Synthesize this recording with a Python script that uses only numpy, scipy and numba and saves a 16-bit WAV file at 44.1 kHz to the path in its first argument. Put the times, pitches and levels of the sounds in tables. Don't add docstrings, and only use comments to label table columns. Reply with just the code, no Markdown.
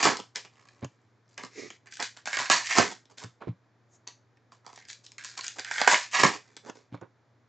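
import sys
import numpy as np
from scipy import signal
from scipy.fft import rfft, irfft, next_fast_len
from scipy.io import wavfile
from scipy.ndimage import uniform_filter1d
from numba import njit

SR = 44100
rng = np.random.default_rng(int(sys.argv[2]) if len(sys.argv) > 2 else 0)


def store_pcm(level_fs):
    pcm = np.round(np.clip(level_fs, -1, 1) * 32767).astype(np.int16)
    wavfile.write(sys.argv[1], SR, np.atleast_2d(pcm).T)


N = 329868
TIME = np.arange(N) / SR


def from_db(db):
    return 10 ** (np.asarray(db) / 20)


def rms_one(x):
    return x / np.sqrt(np.mean(x ** 2) + 1e-20)


def at_hz(points, hz):
    known_hz, values = np.transpose(points)
    return np.interp(np.log(np.maximum(hz, 1)), np.log(known_hz), values)


def gains(rows):
    s, *columns = np.transpose(rows)
    active = (TIME >= s[0]) & (TIME <= s[-1])
    return [from_db(np.interp(TIME, s, db)) * active for db in columns]


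def wander(step_s):
    return np.interp(TIME / step_s, np.arange(4096), rng.standard_normal(4096))


def coloured(x, points, size=4096):
    hz = np.fft.rfftfreq(size, 1 / SR)
    cepstrum = irfft(np.log(from_db(at_hz(points, hz))))
    cepstrum[1:size // 2] *= 2
    cepstrum[size // 2 + 1:] = 0
    response = irfft(np.exp(rfft(cepstrum)))
    return signal.oaconvolve(x, response)[:len(x)]


def softened(x, cut_hz):
    return signal.sosfilt(signal.butter(2, cut_hz, fs=SR, output="sos"), x)


@njit
def two_pole(x, turn, r):
    y = x.copy()
    x1 = x2 = y1 = y2 = 0.
    for n in range(len(x)):
        y[n] = (x[n] - x2) * (1 - r * r) / 2 + 2 * r * np.cos(turn[n]) * y1 - r * r * y2 + 1e-18
        x2, x1, y2, y1 = x1, x[n], y1, y[n]
    return y


def ring(clicks, modes, scatter, pitch=1):
    out, power = 0, 0
    for k, (hz, width_hz, db) in enumerate(modes):
        struck = clicks * ((-1) ** k + scatter * rng.standard_normal(len(clicks)))
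        turn = 2 * np.pi * hz * pitch / SR * np.ones(len(clicks))
        damping = np.pi * width_hz / SR
        out = out + from_db(db) * two_pole(struck, turn, np.exp(-damping))
        power += from_db(db) ** 2 * damping
    return out / np.sqrt(power * (1 + scatter ** 2))


def grains(per_s, spread_db, even_s):
    sizes = from_db(spread_db * np.minimum(rng.exponential(1, N), 4))
    signs = rng.choice([-1, 1], N)
    clicks = sizes * signs * (rng.random(N) < per_s / SR)
    power = uniform_filter1d(clicks ** 2, int(even_s * SR))
    return clicks / np.sqrt(np.maximum(power, 1e-6))


def strikes(times, levels_db, modes, run_s, scatter, pitch=1, size=3072):
    out, age = np.zeros(N + size), np.arange(size) / SR
    swell = age / run_s * np.exp(-age / run_s)
    for s, db, ratio in zip(times, levels_db, pitch * np.ones(len(times))):
        sound = ring(rng.standard_normal(size) * swell, modes, scatter, ratio)
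        peak = np.sqrt(uniform_filter1d(sound ** 2, SR // 500, mode="constant").max())
        start = round(s * SR)
        out[start:start + size] += from_db(db) * sound / peak
    return out[:N]


def stroke(age, rise_s, fall_s, fall_db=31.5):
    swell = np.clip(age / rise_s, 0, 1) ** 0.85
    settled = np.clip((age - rise_s) / fall_s, 0, 3)
    return swell * from_db(-fall_db * settled ** 1.267)


# frequency in Hz, relative level in dB.
ROOM_AIR = [(18, -56.5), (30, -27), (54, -28), (90, -6), (122, -4), (175, -14), (239, -9), (563, -15),
            (649, -16), (1770, -21.5), (2710, -30), (6880, -35), (8940, -48.5), (11600, -87), (19700, -120)]


def background(air_db=-66, hum_hz=117.5, hum_db=-66.5):
    mid = rms_one(coloured(rng.standard_normal(N), ROOM_AIR))
    side = from_db(-11) * rms_one(coloured(rng.standard_normal(N), ROOM_AIR))
    air = np.array([mid + side, mid - side])
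    hum = np.sqrt(2) * np.sin(2 * np.pi * hum_hz * TIME)
    return from_db(air_db) * air + from_db(hum_db) * hum


# frequency in Hz, seconds to fall by 60 dB.
ROOM_DECAY = [(150, 0.18), (400, 0.12), (1000, 0.17), (2800, 0.21), (7300, 0.26)]
# frequency in Hz, gain in dB.
WALL_COLOUR = [(100, -12.5), (400, -9), (1000, -7), (2000, -6), (4000, -3), (8000, -9.5)]


def room_response(gap_s, size=16384):
    age, hz = np.arange(size) / SR, np.fft.rfftfreq(size, 1 / SR)
    centres_hz, decays_s = np.transpose(ROOM_DECAY)
    build_up = np.clip(age / gap_s - 1, 0, 1)
    white, out = rfft(rng.standard_normal(size)), 0
    for t60, one_band in zip(decays_s, np.eye(len(decays_s))):
        share = at_hz(np.column_stack([centres_hz, one_band]), hz)
        fade = build_up * from_db(-60 * age / t60)
        out = out + irfft(white * share) * fade / np.sqrt(np.sum(fade ** 2))
    return coloured(out, WALL_COLOUR)


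# frequency in Hz, left minus right
# in dB.
SIDE_BALANCE = [(90, -1), (130, -0.5), (180, -6), (270, -11), (520, -9.5), (750, -2.5), (1050, -5),
                (1280, -2), (1950, -4), (2500, 0.5), (4500, 0.5), (6500, 1)]
# frequency in Hz, level against the whole sound in dB.
BALANCE_WAVER = [(100, -26), (260, -15.5), (550, -16), (1000, -23.5), (2000, -20.5), (4000, -29.5),
                 (7000, -26.5)]


def panned(x):
    size = next_fast_len(N + 8192)
    hz = np.fft.rfftfreq(size, 1 / SR)
    ratio = from_db(at_hz(SIDE_BALANCE, hz))
    steady = rfft(x, size) * 2 * ratio / (1 + ratio)
    waver = rfft(x * wander(step_s=0.03), size) * from_db(at_hz(BALANCE_WAVER, hz))
    left = irfft(steady + waver, size)[:N]
    return np.array([left, 2 * x - left])


# frequency in Hz, side against mid reflections in dB.
ROOM_WIDTH = [(100, -9.5), (250, -2.5), (600, -7.5), (1000, -16.5), (2000, -17), (3000, -25), (7000, -25.5)]


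def room(x, sway_hz=1.1):
    sway = 2 * np.pi * sway_hz * TIME
    mid = 0
    for share in (np.cos(sway), np.sin(sway)):
        mid = mid + signal.oaconvolve(x * share, room_response(gap_s=0.00034))[:N]
    side = signal.oaconvolve(x, room_response(gap_s=0.0017))[:N]
    side = coloured(side, ROOM_WIDTH)
    return panned(mid) + np.array([side, -side])


# time in seconds, relative level in dB.
BRUSH_STROKE = [(3.88, -96), (3.9, -79.5), (3.942, -61.5), (3.956, -61.5), (4.02, -98)]
# frequency in Hz, relative level in dB.
BRUSH_HISS = [(1000, -8), (3500, -20.5), (5200, -12), (6600, 3), (8500, -8.5)]


def brushing():
    hiss = rms_one(coloured(rng.standard_normal(N), BRUSH_HISS))
    return from_db(6.5) * gains(BRUSH_STROKE)[0] * hiss


# time in seconds, rub and shudder in relative dB.
PACK_DRAG = [(1.5, -69.5, -67), (1.516, -55.5, -66.5), (1.592, -38, -35.5), (1.678, -44.5, -46),
             (1.698, -51, -66), (1.706, -48.5, -47), (1.77, -57, -75)]
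# frequency in Hz, relative level in dB.
DRAG_HISS = [(300, -44), (900, -19), (1200, -7), (1500, -13), (2100, 4), (3100, -11.5), (5200, -4),
             (6800, -4.5), (8500, -14.5)]
# frequency in Hz, width in Hz, relative level in dB.
PILE_MODES = [(272, 156, -4.5), (419, 76, 6)]


def sliding():
    rub, shudder = gains(PACK_DRAG)
    friction = grains(per_s=9000, spread_db=1.5, even_s=0.02)
    hiss = rub * rms_one(coloured(friction, DRAG_HISS))
    slips = grains(per_s=410, spread_db=-2, even_s=0.018)
    shake = shudder * ring(slips, PILE_MODES, scatter=0.7)
    return from_db(-2.5) * hiss + from_db(2.5) * softened(shake, cut_hz=430)


# start in seconds, thud and knock in relative dB.
CARD_DROPS = [(0.826, -30.5, -35.5), (0.833, -32, -53), (0.845, -30.5, -44), (3.242, -35.5, -43),
              (3.256, -52.5, -55), (3.471, -33, -30), (3.48, -28, -39.5), (3.491, -28.5, -50),
              (6.923, -34.5, -48), (6.941, -34, -45.5), (6.951, -37.5, -44), (7.02, -40.5, -35)]
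# frequency in Hz, width in Hz, relative level in dB.
TABLE_MODES = [(116.1, 27.5, 3.5), (124.6, 24.3, -0.5), (173, 13.6, -7), (285, 26, -7.5)]
STACK_MODES = [(338, 254, 2), (520, 220, 3), (650, 240, -3.5), (967, 234, -1), (1430, 57, -3),
               (1590, 200, -9.5)]


def landings():
    s, thud_db, knock_db = np.transpose(CARD_DROPS)
    thud = strikes(s, thud_db + 1.5, TABLE_MODES, run_s=0.0012, scatter=0.31)
    knock = strikes(s, knock_db - 1.5, STACK_MODES, run_s=0.0025, scatter=0.53)
    return softened(thud, cut_hz=470), softened(knock, cut_hz=860)


# start in seconds, knock and tick in relative dB.
EDGE_CLICKS = [(0.844, -32.5, -37.5), (3.418, -33, -65), (6.696, -28.5, -39), (6.755, -48, -61.5),
               (6.942, -34, -64), (7.011, -52, -57)]
# frequency in Hz, width in Hz, relative level in dB.
EDGE_MODES = [(2730, 200, 12), (3500, 200, 4.5), (6500, 900, 11), (6900, 430, 8.5)]


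def edges():
    s, knock_db, tick_db = np.transpose(EDGE_CLICKS)
    knock = strikes(s, knock_db - 1, STACK_MODES, run_s=0.002, scatter=0.9)
    tick = strikes(s, tick_db + 1, EDGE_MODES, run_s=0.002, scatter=0.7)
    return softened(knock, cut_hz=2200) + tick


# start, rise and fall in seconds, slap and paper in relative dB.
CARD_PATS = [(0.816, 0.016, 0.05, -37.5, -52.5), (3.402, 0.017, 0.099, -38.5, -53.5),
             (3.465, 0.015, .06, -45.5, -55.5), (6.661, 0.022, 0.056, -43, -57),
             (6.915, 0.028, 0.079, -45.5, -53.5), (7.01, 0.013, 0.059, -38, -68)]
# frequency in Hz, width in Hz, relative level in dB.
PAPER_MODES = [(1690, 690, -5), (2240, 290, 4.5), (2960, 1100, -3), (3900, 1300, -5.5)]


def patting():
    slap, paper = np.zeros((2, N))
    for start_s, rise_s, fall_s, slap_db, paper_db in CARD_PATS:
        span = slice(int(start_s * SR), int((start_s + rise_s + 2 * fall_s) * SR))
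        press = stroke(TIME[span] - start_s, rise_s, fall_s)
        slap[span] += from_db(slap_db) * press
        paper[span] += from_db(paper_db) * press
    contacts = grains(per_s=2700, spread_db=4.5, even_s=0.015)
    body = ring(contacts * slap, STACK_MODES, scatter=0.73)
    scuff = ring(contacts * paper, PAPER_MODES, scatter=0.8)
    return softened(body, cut_hz=1950) + softened(scuff, cut_hz=11000)


# time in seconds, pitch ratio.
POUCH_GRIP = [(0, 1.155), (.3, 0.85), (.35, 1.07), (.5, 1.33), (.7, 1.08), (1.4, 1.14), (2.45, 0.99),
              (2.72, 1.175), (2.9, 1.02), (3.18, 0.94), (4.1, 1.2), (4.8, 1.14), (5.2, 1), (5.9, 1.007),
              (6.16, 1.186), (6.9, 0.95)]


def grip(s):
    return np.interp(s, *np.transpose(POUCH_GRIP))


# time in seconds, flap against sheet in relative dB.
WRAPPER_SLACK = [(0, -12), (0.06, -2), (1.5, 0), (2.0, -6.5), (2.28, -18), (2.39, -14), (2.51, -9),
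                 (2.72, -20.5), (2.8, 1.5), (3.3, -0.5), (4.1, -10), (5.3, -15.5), (5.57, -2), (5.72, -21),
                 (5.88, -15), (6.16, -22), (6.24, 1), (6.8, 5.5)]


def slack(s):
    return np.interp(s, *np.transpose(WRAPPER_SLACK))


# start, rise and fall in seconds, then crease, pouch and sheet in relative dB.
FOIL_FLEXES = [ (0.0, 0.001, 0.098, -28.5, -26, -27.5), (0.025, 0.0047, 0.15, -19, -21.5, -26),
               (0.039, 0.025, 0.15, -32, -25.5, -19), (0.189, 0.008, 0.02, -43.5, -62, -36.5),
               (0.346, 0.02, 0.074, -36, -38, -44.5), (0.44, 0.0072, 0.043, -51, -46, -48),
               (0.5, 0.09, 0.69, -63.5, -63.5, -64.5), (1.25, 0.088, 0.067, -64.5, -74, -74.5),
               (1.372, 0.0095, 0.11, -49, -40.5, -43), (1.41, 0.045, 0.034, -47, -49, -46),
               (1.858, 0.0024, 0.065, -52, -45, -55), (1.907, 0.018, 0.18, -43.5, -51, -67),
               (1.987, 0.025, 0.049, -38.5, -30.5, -30), (2.016, 0.013, 0.1, -32.5, -34, -68),
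               (2.155, 0.013, .08, -51, -49.5, -59), (2.252, 0.015, 0.27, -38, -36.5, -46),
               (2.32, 0.022, .08, -33.5, -27.5, -40), (2.375, 0.015, 0.2, -30.5, -28.5, -33.5),
               (2.498, 0.017, 0.16, -18.5, -19, -22.5), (2.63, 0.035, 0.13, -33.5, -32.5, -63),
               (2.685, 0.024, 0.17, -27.5, -23.5, -36.5), (2.747, 0.034, 0.15, -21.5, -20, -19.5),
               (2.888, .035, 0.032, -39.5, -54, -44), (3.094, 0.015, 0.059, -56.5, -71, -54),
               (3.17, 0.015, 0.12, -44, -47.5, -55.5), (3.194, 0.047, 0.034, -47.5, -46.5, -44.5),
               (4.067, 0.0072, .06, -49, -48.5, -46.5), (4.515, 0.012, 0.076, -58.5, -69, -56),
               (4.637, 0.042, 0.096, -59, -61, -47.5), (4.701, 0.084, .06, -53.5, -59, -58),
               (4.77, .02, 0.22, -62, -54, -74.5), (4.874, 0.02, 0.1, -41, -49.5, -64),
               (5.03, 0.017, 0.083, -51, -68, -72), (5.181, 0.0042, 0.2, -48.5, -44, -70),
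               (5.231, 0.0073, 0.25, -41, -47.5, -63), (5.368, 0.006, 0.079, -38.5, -46, -44.5),
               (5.42, 0.026, .14, -36.5, -40.5, -56), (5.555, 0.013, 0.088, -49.5, -57, -47),
               (5.579, 0.014, 0.069, -41, -36.5, -49), (5.634, 0.038, 0.33, -46, -39.5, -53.5),
               (5.702, 0.018, 0.48, -36.5, -35, -51), (5.769, 0.037, 0.24, -33.5, -26.5, -33),
               (5.873, 0.0031, .06, -22.5, -15.5, -19.5), (5.883, 0.03, 0.14, -19.5, -18.5, -22.5),
               (5.971, 0.058, 0.089, -38, -38, -48), (6.109, 0.015, 0.038, -36.5, -38, -57),
               (6.13, 0.014, 0.15, -25.5, -19.5, -25), (6.165, 0.047, 0.05, -24.5, -23.5, -26),
               (6.224, 0.016, 0.13, -22.5, -19, -20.5), (6.321, 0.031, 0.047, -40.5, -39, -40),
               (6.411, .06, 0.32, -64, -63.5, -66), (6.564, .01, 0.023, -50, -49, -56.5),
               (6.629, 0.063, 0.037, -52, -57, -45), (6.745, 0.01, 0.15, -58.5, -61.5, -59.5)]


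def flexing():
    fall_shares = (1, 1, 0.91)
    power = np.zeros((3, N))
    for start_s, rise_s, fall_s, *levels_db in FOIL_FLEXES:
        span = slice(int(start_s * SR), int((start_s + rise_s + 2 * fall_s) * SR))
        for part, share in enumerate(fall_shares):
            press = stroke(TIME[span] - start_s, rise_s, fall_s * share)
            power[part, span] += (from_db(levels_db[part]) * press) ** 2
    return np.sqrt(power)


# frequency in Hz (before grip or facet size shifts it), width in Hz, relative level in dB.
CREASE_MODES = [(2385, 200, -2.5), (3020, 760, 0), (3880, 1600, -1), (5000, 350, 5), (5700, 450, 2),
                (7330, 2200, 4.5), (7730, 130, -2.5)]
POUCH_MODES = [(1430, 82, -2), (1607, 130, 3.5), (1853, 110, 1), (2240, 450, -3.5)]
SHEET_MODES = [(769, 210, -1.5), (979, 64, 2), (1094, 110, 0.6), (1310, 100, -5)]
FLAP_MODES = [(117, 26, -8.5), (180, 75, -3.5), (264, 73, 3), (412, 55, 5.5), (555, 130, -2.5)]


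def crinkling():
    crease, pouch, sheet = flexing()
    flap = sheet * from_db(slack(TIME))
    per_s = 350 + 2800 * (crease / from_db(-24)) ** 0.7
    rubbing = from_db(-12) * rng.standard_normal(N)
    clicks = grains(per_s, spread_db=3.5, even_s=0.023) + rubbing
    facet_size = np.exp(0.084 * wander(step_s=0.0079))
    facets = from_db(2.5) * ring(clicks * crease, CREASE_MODES, scatter=0.44, pitch=1 / facet_size)
    hollow = from_db(-3) * ring(clicks * pouch, POUCH_MODES, scatter=3.8, pitch=grip(TIME))
    film = from_db(-1) * ring(clicks * sheet, SHEET_MODES, scatter=1.2)
    flapping = from_db(-3.5) * ring(clicks * flap, FLAP_MODES, scatter=1.0)
    return facets + hollow + film + flapping


# start in seconds, then crease, pouch and sheet in relative dB.
FOIL_SNAPS = [(0.0268, -23, -22, -26), (0.0412, -10, -35, -33), (0.0526, -10, -29, -12),
              (0.0676, -17, -31, -17), (0.079, -29, -44, -25), (0.1697, -20, -43, -44),
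              (0.1998, -26, -59, -32.5), (0.3577, -17.5, -29.5, -50), (0.368, -34, -51, -55),
              (0.686, -44, -47, -68), (1.378, -27, -33.5, -55), (1.4353, -30, -37, -33),
              (1.703, -29.5, -39.5, -44), (1.924, -46, -41, -64), (1.9696, -26.5, -38, -69),
              (2.0006, -19.5, -51, -32.5), (2.026, -14.5, -29.5, -32.5), (2.1714, -33.5, -50, -43),
              (2.2564, -24.5, -50, -38), (2.2732, -25, -24, -24.5), (2.3297, -23.5, -20, -32),
              (2.3415, -38, -30, -38), (2.37, -18, -21, -24.5), (2.3882, -21.5, -20.5, -26.5),
              (2.3993, -22, -42, -22.5), (2.4144, -24, -38, -27.5), (2.4562, -26.5, -26, -45),
              (2.4993, -5, -14, -11), (2.5175, -6.5, -18, -28), (2.6699, -23, -37, -53),
              (2.7144, -24.5, -19, -42.5), (2.7838, -5, -21, -8.5), (2.7964, -32, -43, -12),
              (3.055, -47, -68, -66), (3.1823, -29.5, -50.5, -55), (3.2371, -30.5, -53, -50.5),
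              (4.0746, -24, -45.5, -47), (4.3707, -61, -58, -75), (4.5202, -45.5, -66.5, -43.5),
              (4.6641, -32.5, -59.5, -38), (4.6996, -45, -58, -44), (4.7296, -42, -64, -40),
              (4.7603, -36, -60.5, -56.5), (4.7756, -44, -43, -41), (4.8513, -41, -48.5, -66.5),
              (4.891, -36, -54.5, -59.5), (4.9002, -31.5, -39.5, -57.5), (4.9295, -31.5, -53, -67),
              (5.0418, -44.5, -66.5, -61), (5.0647, -33.5, -56, -71), (5.1183, -34, -66.5, -59.5),
              (5.1817, -29.5, -34, -64.5), (5.2462, -22.5, -36.5, -43), (5.3771, -21.5, -38, -48),
              (5.39, -27.5, -32, -35), (5.4094, -23.5, -39, -60), (5.444, -26, -34, -58),
              (5.466, -23, -56, -63), (5.4803, -17, -51, -64), (5.5853, -27.5, -40, -37.5),
              (5.595, -20, -53, -36), (5.6465, -24, -30, -57), (5.7114, -23.5, -20.5, -27.5),
              (5.757, -31, -25.5, -46), (5.7807, -24, -18.5, -40), (5.8148, -11.5, -21, -12),
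              (5.8748, -10.5, -7.5, -7), (5.8774, -8, -21, -17.5), (5.9325, -11.5, -30, -13),
              (5.9427, -14, -9, -20), (6.1975, -14, -18, -16.5), (6.2341, -8, -9, -10),
              (6.2495, -48, -31, -15), (6.566, -28.5, -46, -49.5)]


def snapping():
    s, crease_db, pouch_db, sheet_db = np.transpose(FOIL_SNAPS)
    facet_size = np.exp(0.046 * rng.standard_normal(len(s)))
    facets = strikes(s, crease_db - 4.5, CREASE_MODES, run_s=0.0005, scatter=1.6, pitch=1 / facet_size)
    hollow = strikes(s, pouch_db - 3, POUCH_MODES, run_s=0.0015, scatter=1.0, pitch=grip(s))
    film = strikes(s, sheet_db - 3, SHEET_MODES, run_s=0.00061, scatter=0.9)
    flapping = strikes(s, sheet_db + slack(s) - 1.5, FLAP_MODES, run_s=0.00068, scatter=0.68)
    return facets + hollow + film + flapping


def scene():
    thud, knock = landings()
    foil = crinkling() + snapping()
    cards = sliding() + brushing() + edges() + patting() + knock
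    reflected = room(foil + from_db(-6.5) * cards)
    direct = from_db(-1.13) * panned(foil + cards)
    return background() + reflected + thud + direct


# frequency in Hz, gain in dB.
MICROPHONE_RESPONSE = [(40, -11), (70, -13.5), (100, -3), (1000, -2), (2400, -1), (2750, -5), (3600, -1.5),
                       (7300, -4), (8000, -14.5), (8600, -21), (9100, -36)]


def record(dry):
    cutoff_hz = 9000
    steep_top = signal.ellip(10, 0.2, 75, cutoff_hz, fs=SR, output="sos")
    sound = np.array([coloured(channel, MICROPHONE_RESPONSE) for channel in dry])
    return signal.sosfilt(steep_top, sound)


dry = scene()
out = record(dry)
store_pcm(out)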